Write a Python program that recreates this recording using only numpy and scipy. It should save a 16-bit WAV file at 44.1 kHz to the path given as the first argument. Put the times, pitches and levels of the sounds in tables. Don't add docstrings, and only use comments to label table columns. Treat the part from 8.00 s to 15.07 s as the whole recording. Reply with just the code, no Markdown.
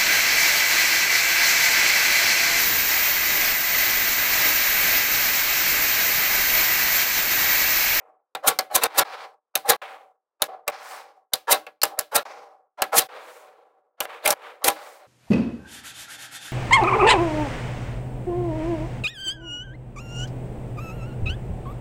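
import sys
import numpy as np
from scipy import signal
from scipy.fft import rfft, irfft
from scipy.io import wavfile

SR = 44100
rng = np.random.default_rng(int(sys.argv[2]) if len(sys.argv) > 2 else 0)


def unload_wav(signal):
    wavfile.write(
        sys.argv[1],
        SR,
        np.round(np.clip(np.atleast_2d(signal).T, -1, 1) * 32767).astype(np.int16),
    )


N = 311787
TIME = np.arange(N) / SR

# t/s, click level/dB, table knock level/dB, block ring level/dB, ring pitch [multiple of the usual]
SNAP_EVENTS = [(.350, -31, -26.5, -28, 1), (0.5888, -14, -20, -17.5, 1.17), (0.836, -5, -22, -19, 1.08),
               (1.554, -6, -23.5, -18.5, .98), (2.420, -6.5, -21.5, -19, 1), (2.679, -17, -21.5, -21, .6),
               (3.335, -8, -26.5, -12.5, 1.08), (3.666, -48.5, -35.5, -35.5, .6),
               (3.817, -29.5, -36, -20, 1.18), (3.833, -2, -17, -14.5, 1.2), (3.990, -9.5, -29, -23, 1.4),
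               (4.820, -10.5, -17, -16.5, 1.04), (6.0044, -18, -24.5, -20, .75),
               (6.053, -41, -27.5, -34, .6), (6.259, -13, -26, -14.5, .6), (6.276, -7, -18.5, -23, 1.04),
               (6.305, -9, -26, -25, 1.15), (6.6434, -12, -27, -19, 1.13), (6.6814, -3, -18, -17, .6)]
# f/Hz, level/dB per Hz
CLICK_COLOUR = [(25, -13.5), (200, -4.5), (600, -14), (1500, -3.5), (3000, -1), (5500, -1.5), (8500, 1.5),
                (11000, 2), (14000, 1.5), (16000, -4.5)]
# f/Hz, level/dB per Hz
BLOCK_COLOUR = [(500, -34), (2000, -14), (3100, -12), (3750, 5), (4400, -1), (5200, -11.5), (9000, -21),
                (16000, -33)]
# f/Hz, t60/s
TABLE_DECAY = [(200, .2), (530, 0.086), (1400, 0.1), (3700, 0.08), (10000, 0.023)]


def snaps(hold=0.0012, seat_t60=0.0049, block_t60=0.028, rate=5000,
          knock_db=21, thump_db=20, click_db=-1, block_db=-1, thump_delay=.002):
    clicks, knocks, block = np.zeros((3, N))
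    t = np.arange(SR // 16) / SR
    burst = np.exp(-np.log(1000) * np.maximum(t - hold, 0) / seat_t60)
    ring_decay = np.exp(-np.log(1000) * t / block_t60)
    for s, db, table_db, ring_db, pitch in SNAP_EVENTS:
        add(clicks, s, amp(db + click_db) * burst * contacts(len(t), rate))
        add(knocks, s + thump_delay, amp([table_db + thump_db]))
        add(knocks, s, amp(table_db + knock_db) * tail(TABLE_DECAY, rise=0.0012))
        ring = ring_decay * rng.standard_normal(len(t))
        pitched_colour = [(pitch * hz, level) for hz, level in BLOCK_COLOUR]
        add(block, s, amp(ring_db + block_db) * coloured(ring, pitched_colour))
    return coloured(clicks, CLICK_COLOUR) + block, knocks


def zips(knock_db=1, block_db=-4, block_t60=.022):
    clicks, knocks, block = np.zeros((3, N))
    t = np.arange(SR // 16) / SR
    ring_decay = np.exp(-np.log(1000) * t / block_t60)
    for start, build_up, hold, db, swell_db, table_db, ring_db, rate in runs():
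        pull = swell(build_up, hold, swell_db)
        run = contacts(len(pull), rate) * rows_landing(len(pull))
        ring = ring_decay * rng.standard_normal(len(t))
        ring /= np.linalg.norm(ring)
        shaking = signal.fftconvolve(np.sqrt(pull) * run, tail(TABLE_DECAY, rise=0.00076))
        add(clicks, start, amp(db) * pull * run)
        add(block, start, amp(ring_db + block_db) * signal.fftconvolve(pull * run, ring))
        add(knocks, start, amp(table_db + knock_db) * shaking)
    return coloured(clicks, CLICK_COLOUR) + coloured(block, BLOCK_COLOUR), knocks


# closing t/s, build-up/s, hold/s, click level/dB, table level/dB, block ring level/dB
ZIP_EVENTS = [(.477, .018, .012, -11.5, -23.5, -26.5), (0.752, .013, 0.01, -11.5, -25, -24),
              (0.984, .014, .011, -10.5, -18.5, -17.5), (1.697, .018, 0.0079, -9, -17.5, -20.5),
              (3.520, .032, 0.0092, -10, -23.5, -20), (4.158, .018, 0.0068, -10.5, -22, -22.5),
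              (4.982, 0.057, .010, -10, -29.5, -23.5), (6.255, .022, .006, -29, -26, -27)]
# t/s, hold after the rise/s, click level/dB, table level/dB, block ring level/dB
CLATTER_EVENTS = [(.812, 0.065, -39.5, -27, -31), (6.01, .04, -46.5, -47, -55),
                  (6.277, .048, -30, -30.5, -43), (6.641, .04, -25.5, -26.5, -39)]
ZIP_SWELL_DB, ZIP_CONTACTS_PER_S = 37.5, 5700
RATTLE_RISE_S, RATTLE_SWELL_DB, RATTLE_CONTACTS_PER_S = .003, 4.5, 1200
CREEP_S, CREEP_SWELL_DB, CREEP_CLICK_DB, CREEP_TABLE_DB, CREEP_BLOCK_DB = .042, 21, -26.5, -16, -14
SETTLE_DELAY_S, SETTLE_S = .004, .022
SETTLE_CLICK_DB, SETTLE_TABLE_DB, SETTLE_BLOCK_DB = -32.5, -9.5, -11


def runs():
    zipping, rattles = [], list(CLATTER_EVENTS)
    for s, build_up, hold, db, table_db, ring_db in ZIP_EVENTS:
        zipping.append((s - CREEP_S, CREEP_S, 0, db + CREEP_CLICK_DB, CREEP_SWELL_DB,
                        table_db + CREEP_TABLE_DB, ring_db + CREEP_BLOCK_DB, ZIP_CONTACTS_PER_S))
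        zipping.append((s - build_up, build_up, hold, db, ZIP_SWELL_DB,
                        table_db, ring_db, ZIP_CONTACTS_PER_S))
        rattles.append((s + hold + SETTLE_DELAY_S, SETTLE_S, db + SETTLE_CLICK_DB,
                        table_db + SETTLE_TABLE_DB, ring_db + SETTLE_BLOCK_DB))
    rattling = [(s, RATTLE_RISE_S, hold, db, RATTLE_SWELL_DB, table_db, ring_db, RATTLE_CONTACTS_PER_S)
                for s, hold, db, table_db, ring_db in rattles]
    return zipping + rattling


def rows_landing(count, row_rate=280, unevenness=.3):
    steps = rng.standard_normal(count // 128 + 1)
    speed = row_rate * np.exp(unevenness * steps).repeat(128)[:count]
    cycles = np.cumsum(speed) / SR + rng.random()
    pulsing = amp(6.5 * np.cos(2 * np.pi * cycles))
    return pulsing / np.sqrt(np.mean(pulsing ** 2))


def contacts(count, rate, scatter_db=4):
    due = np.cumsum(rng.exponential(1, count) ** 2) * rate / SR / 2
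    hit = np.diff(np.floor(due), prepend=-1) > 0
    train = hit * rng.choice([-1, 1], count) * amp(scatter_db * rng.standard_normal(count))
    return train / np.sqrt(np.mean(train ** 2))


def swell(build_up, hold, swell_db):
    t = np.arange(round((build_up + hold) * SR) + 16) / SR
    return amp(np.interp(t, [0, build_up], [-swell_db, 0]))


# t/s, length/s, level/dB
JUDDER_EVENTS = [(0.427, 0.045, -30), (0.695, .05, -35.5), (0.943, 0.034, -40.5), (1.539, 0.012, -43),
                 (1.635, .045, -41), (2.395, 0.025, -41), (2.666, 0.017, -33.5), (3.32, 0.019, -36.5),
                 (3.472, 0.032, -21.5), (3.971, 0.021, -33.5), (4.113, .04, -29), (4.773, .048, -35.5),
                 (4.92, 0.027, -20), (5.971, .03, -51.5), (6.222, 0.032, -46), (6.609, .032, -39.5)]
# f/Hz, level/dB per Hz
JUDDER_COLOUR = [(30, -39.5), (170, -40), (320, -24), (520, -0.5), (850, 1), (1400, -8.5), (2500, -18),
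                 (5000, -26), (15000, -50.5)]
JUDDER_RISE_S, JUDDER_SWELL_DB = .011, 15
JUDDER_USUAL_DB, JUDDER_BRIGHTENS = -29, 0.48


def judders(rate=1500, tick_db=-8):
    drumming, ticks = np.zeros((2, N))
    for start, length, db in JUDDER_EVENTS:
        pull = swell(JUDDER_RISE_S, length - JUDDER_RISE_S, JUDDER_SWELL_DB)
        stutter = amp(db) * pull * contacts(len(pull), rate)
        brightness_db = JUDDER_BRIGHTENS * (db - JUDDER_USUAL_DB)
        add(drumming, start, signal.fftconvolve(stutter, tail(TABLE_DECAY, rise=0.00092)))
        add(ticks, start, amp(tick_db + brightness_db) * stutter)
    return coloured(drumming, JUDDER_COLOUR, table_top) + coloured(ticks, RUB_COLOUR, table_top)


# f/Hz, width/Hz, level/dB
TABLE_MODES = [(150, 45, 1), (313, 5.8, -1.5), (482, 78, -3.5), (595.6, 45, 0), (758.3, 22, 6.5),
               (805, 30, 3.5), (1000, 48, -3), (1118.4, 57, -1.5), (1340, 100, -2), (1678, 43, -1.5),
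               (2100, 150, -8), (2686, 53, -15.5)]


def table_top(hz, between_db=-9):
    peaks = sum(amp(db) ** 2 / (1 + (2 * (hz - centre) / width) ** 2)
                for centre, width, db in TABLE_MODES)
    return np.sqrt(amp(between_db) ** 2 + peaks)


# t/s, speed-up/s, steady/s, slow-down/s,
# body level/dB, rub level/dB, body resonance f/Hz, rub corner f/Hz
SLIDE_EVENTS = [(0, 0.0016, 0.0026, 0.3, -51, -62.5, 736, 2420),
                (.875, 0.076, 0.014, .03, -43, -39, 760, 4000),
                (1.045, 0.0045, .17, 0.21, -42, -40.5, 840, 4560),
                (1.816, .003, 0.0053, .41, -41, -36.5, 720, 3450),
                (2.48, 0.009, 0.031, 0.23, -42, -56.5, 726, 4100),
                (2.715, .004, 0.25, 0.36, -45.5, -43.5, 793, 5200),
                (3.67, 0.0024, 0.0028, 0.1, -53, -56.5, 597, 2680),
                (3.88, 0.0048, 0.058, 0.096, -43, -64, 800, 3100),
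                (4.252, 0.0026, 0.057, 0.45, -41.5, -45, 764, 5680),
                (5.087, .003, 0.12, 0.89, -45.5, -46, 502, 3830),
                (5.74, 0.017, 0.018, 0.14, -64.5, -90, 496, 2400),
                (6.06, 0.066, 0.023, 0.28, -45, -41.5, 488, 3300),
                (6.35, .11, 0.016, 0.32, -46.5, -43.5, 480, 3360),
                (6.75, 0.014, 0.018, 0.78, -46, -44.5, 604, 4450)]
# f/Hz, level/dB per Hz
BODY_COLOUR = [(30, -48.5), (130, -33), (300, -10.5), (470, 2), (800, -0.5), (1200, -1.5), (1800, -16.5),
               (3000, -33), (8000, -74.5)]
RUB_COLOUR = [(100, -59.5), (400, -27), (900, 6), (1400, 3), (2300, -6.5), (3200, -12), (5200, -15.5),
              (16000, -31)]
START_SPEED = 0.71
BODY_POWER, RUB_POWER, HISS_POWER = 2.13, 4.28, 3.1


def slides(hiss_db=-21, grain_rate=9000, body_boost=1.0, rub_q=2.1, waver_db=2.0,
           scrape_hz=2250, scrape_q=4, scrape_boost=0.6):
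    out = np.zeros(N)
    for s, speed_up, steady, slow_down, body_db, rub_db, body_hz, rub_hz in SLIDE_EVENTS:
        corners = np.cumsum([0, speed_up, steady, slow_down])
        t = np.arange(0, corners[-1] + .05, 1 / SR)
        speed = np.interp(t, corners, [START_SPEED, 1, 1, 0])
        knots = np.arange(0, t[-1], .02)
        pressure = amp(waver_db * np.interp(t, knots, rng.standard_normal(len(knots))))
        body_level = pressure * amp(body_db) * speed ** BODY_POWER
        rub_level = pressure * amp(rub_db) * speed ** RUB_POWER
        hiss_level = pressure * amp(rub_db + hiss_db) * speed ** HISS_POWER
        hollow = resonance(body_hz, 2.2, body_boost)
        edge = roll_off(rub_hz, rub_q)
        scrape = resonance(scrape_hz, scrape_q, scrape_boost)
        body = body_level * rng.standard_normal(len(t))
        rub = rub_level * contacts(len(t), grain_rate)
        hiss = hiss_level * contacts(len(t), grain_rate)
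        add(out, s, coloured(body, BODY_COLOUR, lambda hz: table_top(hz) * hollow(hz)))
        add(out, s, coloured(rub, RUB_COLOUR, lambda hz: edge(hz) * scrape(hz)))
        add(out, s, coloured(hiss, HISS_COLOUR))
    return out


def resonance(centre_hz, q, boost):
    return lambda hz: 1 + boost / (1 + (2 * q * (hz - centre_hz) / centre_hz) ** 2)


def roll_off(corner_hz, q):
    return lambda hz: 1 / np.hypot(1 - (hz / corner_hz) ** 2, hz / corner_hz / q)


# middle t/s, half length/s, level/dB
BRUSH_EVENTS = [(2.914, 0.17, -48.5), (5.32, .25, -57), (6.863, 0.24, -55)]
# f/Hz, level/dB per Hz
HISS_COLOUR = [(300, -60.5), (2000, -19.5), (5500, -2), (8500, -0.5), (12000, -6), (16000, -4.5)]


def brushes(grain_rate=9000, edge_db=-30):
    level = sum(amp(db + edge_db * ((TIME - s) / half) ** 2) for s, half, db in BRUSH_EVENTS)
    return coloured(level * contacts(N, grain_rate), HISS_COLOUR)


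# t/s, gain/dB
HUSH_EVENTS = [(.87, -18.5), (1.035, -21.5), (1.766, -36), (2.472, -13), (2.712, -18), (4.232, -28.5),
               (5.072, -18.5), (6.056, -10.5), (6.34, -16.5)]


def hush(fade=0.0013):
    gain_db = np.zeros(N)
    for s, db in HUSH_EVENTS:
        later = (start for start, *_ in JUDDER_EVENTS + SNAP_EVENTS if start > s + fade)
        until = min(later, default=N / SR)
        gain_db += np.interp(TIME, [s - fade, s + fade, until, until + fade], [0, db, db, 0])
    return amp(gain_db)


# delay t/s, level/dB against the direct sound
REFLECTIONS = [(.0033, -2.5), (.0052, -14), (.012, -22), (.0205, -20)]
# f/Hz, level/dB per Hz
DIFFUSE_COLOUR = [(100, -14), (1000, -0.5), (4000, 6), (6500, -3), (15000, -3.5)]


def room(x, wet_db=-19, t60=0.19, rise=0.0046):
    out = x.copy()
    for delay, db in REFLECTIONS:
        add(out, delay, amp(db) * x)
    t = np.arange(SR // 3) / SR
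    decay = (np.exp(-np.log(1000) * t / t60) * (1 - np.exp(-t / rise))) ** 2
    energy = np.abs(signal.oaconvolve(x ** 2, decay / decay.sum())[:N])
    diffuse = np.sqrt(energy) * rng.standard_normal(N)
    return out + amp(wet_db) * coloured(diffuse, DIFFUSE_COLOUR)


def tail(decays, rise):
    hz, t, z = signal.stft(rng.standard_normal(SR // 4), SR, nperseg=128)
    fading = amp(-60 * t / along(decays, hz)[:, None])
    ring = signal.istft(z * fading, SR)[1]
    ring *= 1 - np.exp(-np.arange(len(ring)) / SR / rise)
    return ring / np.linalg.norm(ring)


def coloured(x, spectrum, lift=lambda hz: 1, size=8192):
    hz = np.fft.rfftfreq(size, 1 / SR)
    cepstrum = irfft(np.log(amp(along(spectrum, hz)) * lift(hz)))
    cepstrum[1:size // 2] *= 2
    cepstrum[size // 2 + 1:] = 0
    response = irfft(np.exp(rfft(cepstrum)))[:size // 2]
    return signal.oaconvolve(x, response / np.linalg.norm(response))[:len(x)]


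def amp(db):
    return 10 ** (np.asarray(db) / 20)


def along(points, hz):
    f, v = np.transpose(points)
    return np.interp(np.log(hz + 1), np.log(f), v)


def add(track, s, sound):
    part = track[max(round(s * SR), 0):][:len(sound)]
    part += sound[:len(part)]


# f/Hz, level/dB per Hz
KNOCK_COLOUR = [(30, -43.5), (150, -26), (280, -11), (480, 1.5), (900, 2.5), (1500, 1), (2500, -1.5),
                (4500, -9.5), (8000, -26), (16000, -51.5)]
# f/Hz, t60/s
ROOM_DECAY = [(300, 0.29), (2000, .22)]


def scene(floor_db=-90, table_wet_db=-17):
    snap_clicks, snap_knocks = snaps()
    zip_clicks, zip_knocks = zips()
    table = coloured(snap_knocks + zip_knocks, KNOCK_COLOUR, table_top) + judders()
    table_tail = signal.oaconvolve(table, tail(ROOM_DECAY, rise=0.011))[:N]
    table_in_room = table + amp(table_wet_db) * table_tail
    clicks_in_room = room(snap_clicks + zip_clicks)
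    floor = amp(floor_db) * coloured(rng.standard_normal(N), BODY_COLOUR)
    mix = hush() * (clicks_in_room + table_in_room) + slides() + brushes() + floor
    return mix[None]


def record(dry, top=0.72, band_limit_hz=16000):
    rounded = dry / (1 + (dry / top) ** 4) ** (1 / 4)
    low_pass = signal.firwin(201, band_limit_hz, window="blackman", fs=SR)
    return signal.oaconvolve(rounded, low_pass[None], mode="same", axes=1)


dry = scene()
out = record(dry)
unload_wav(out)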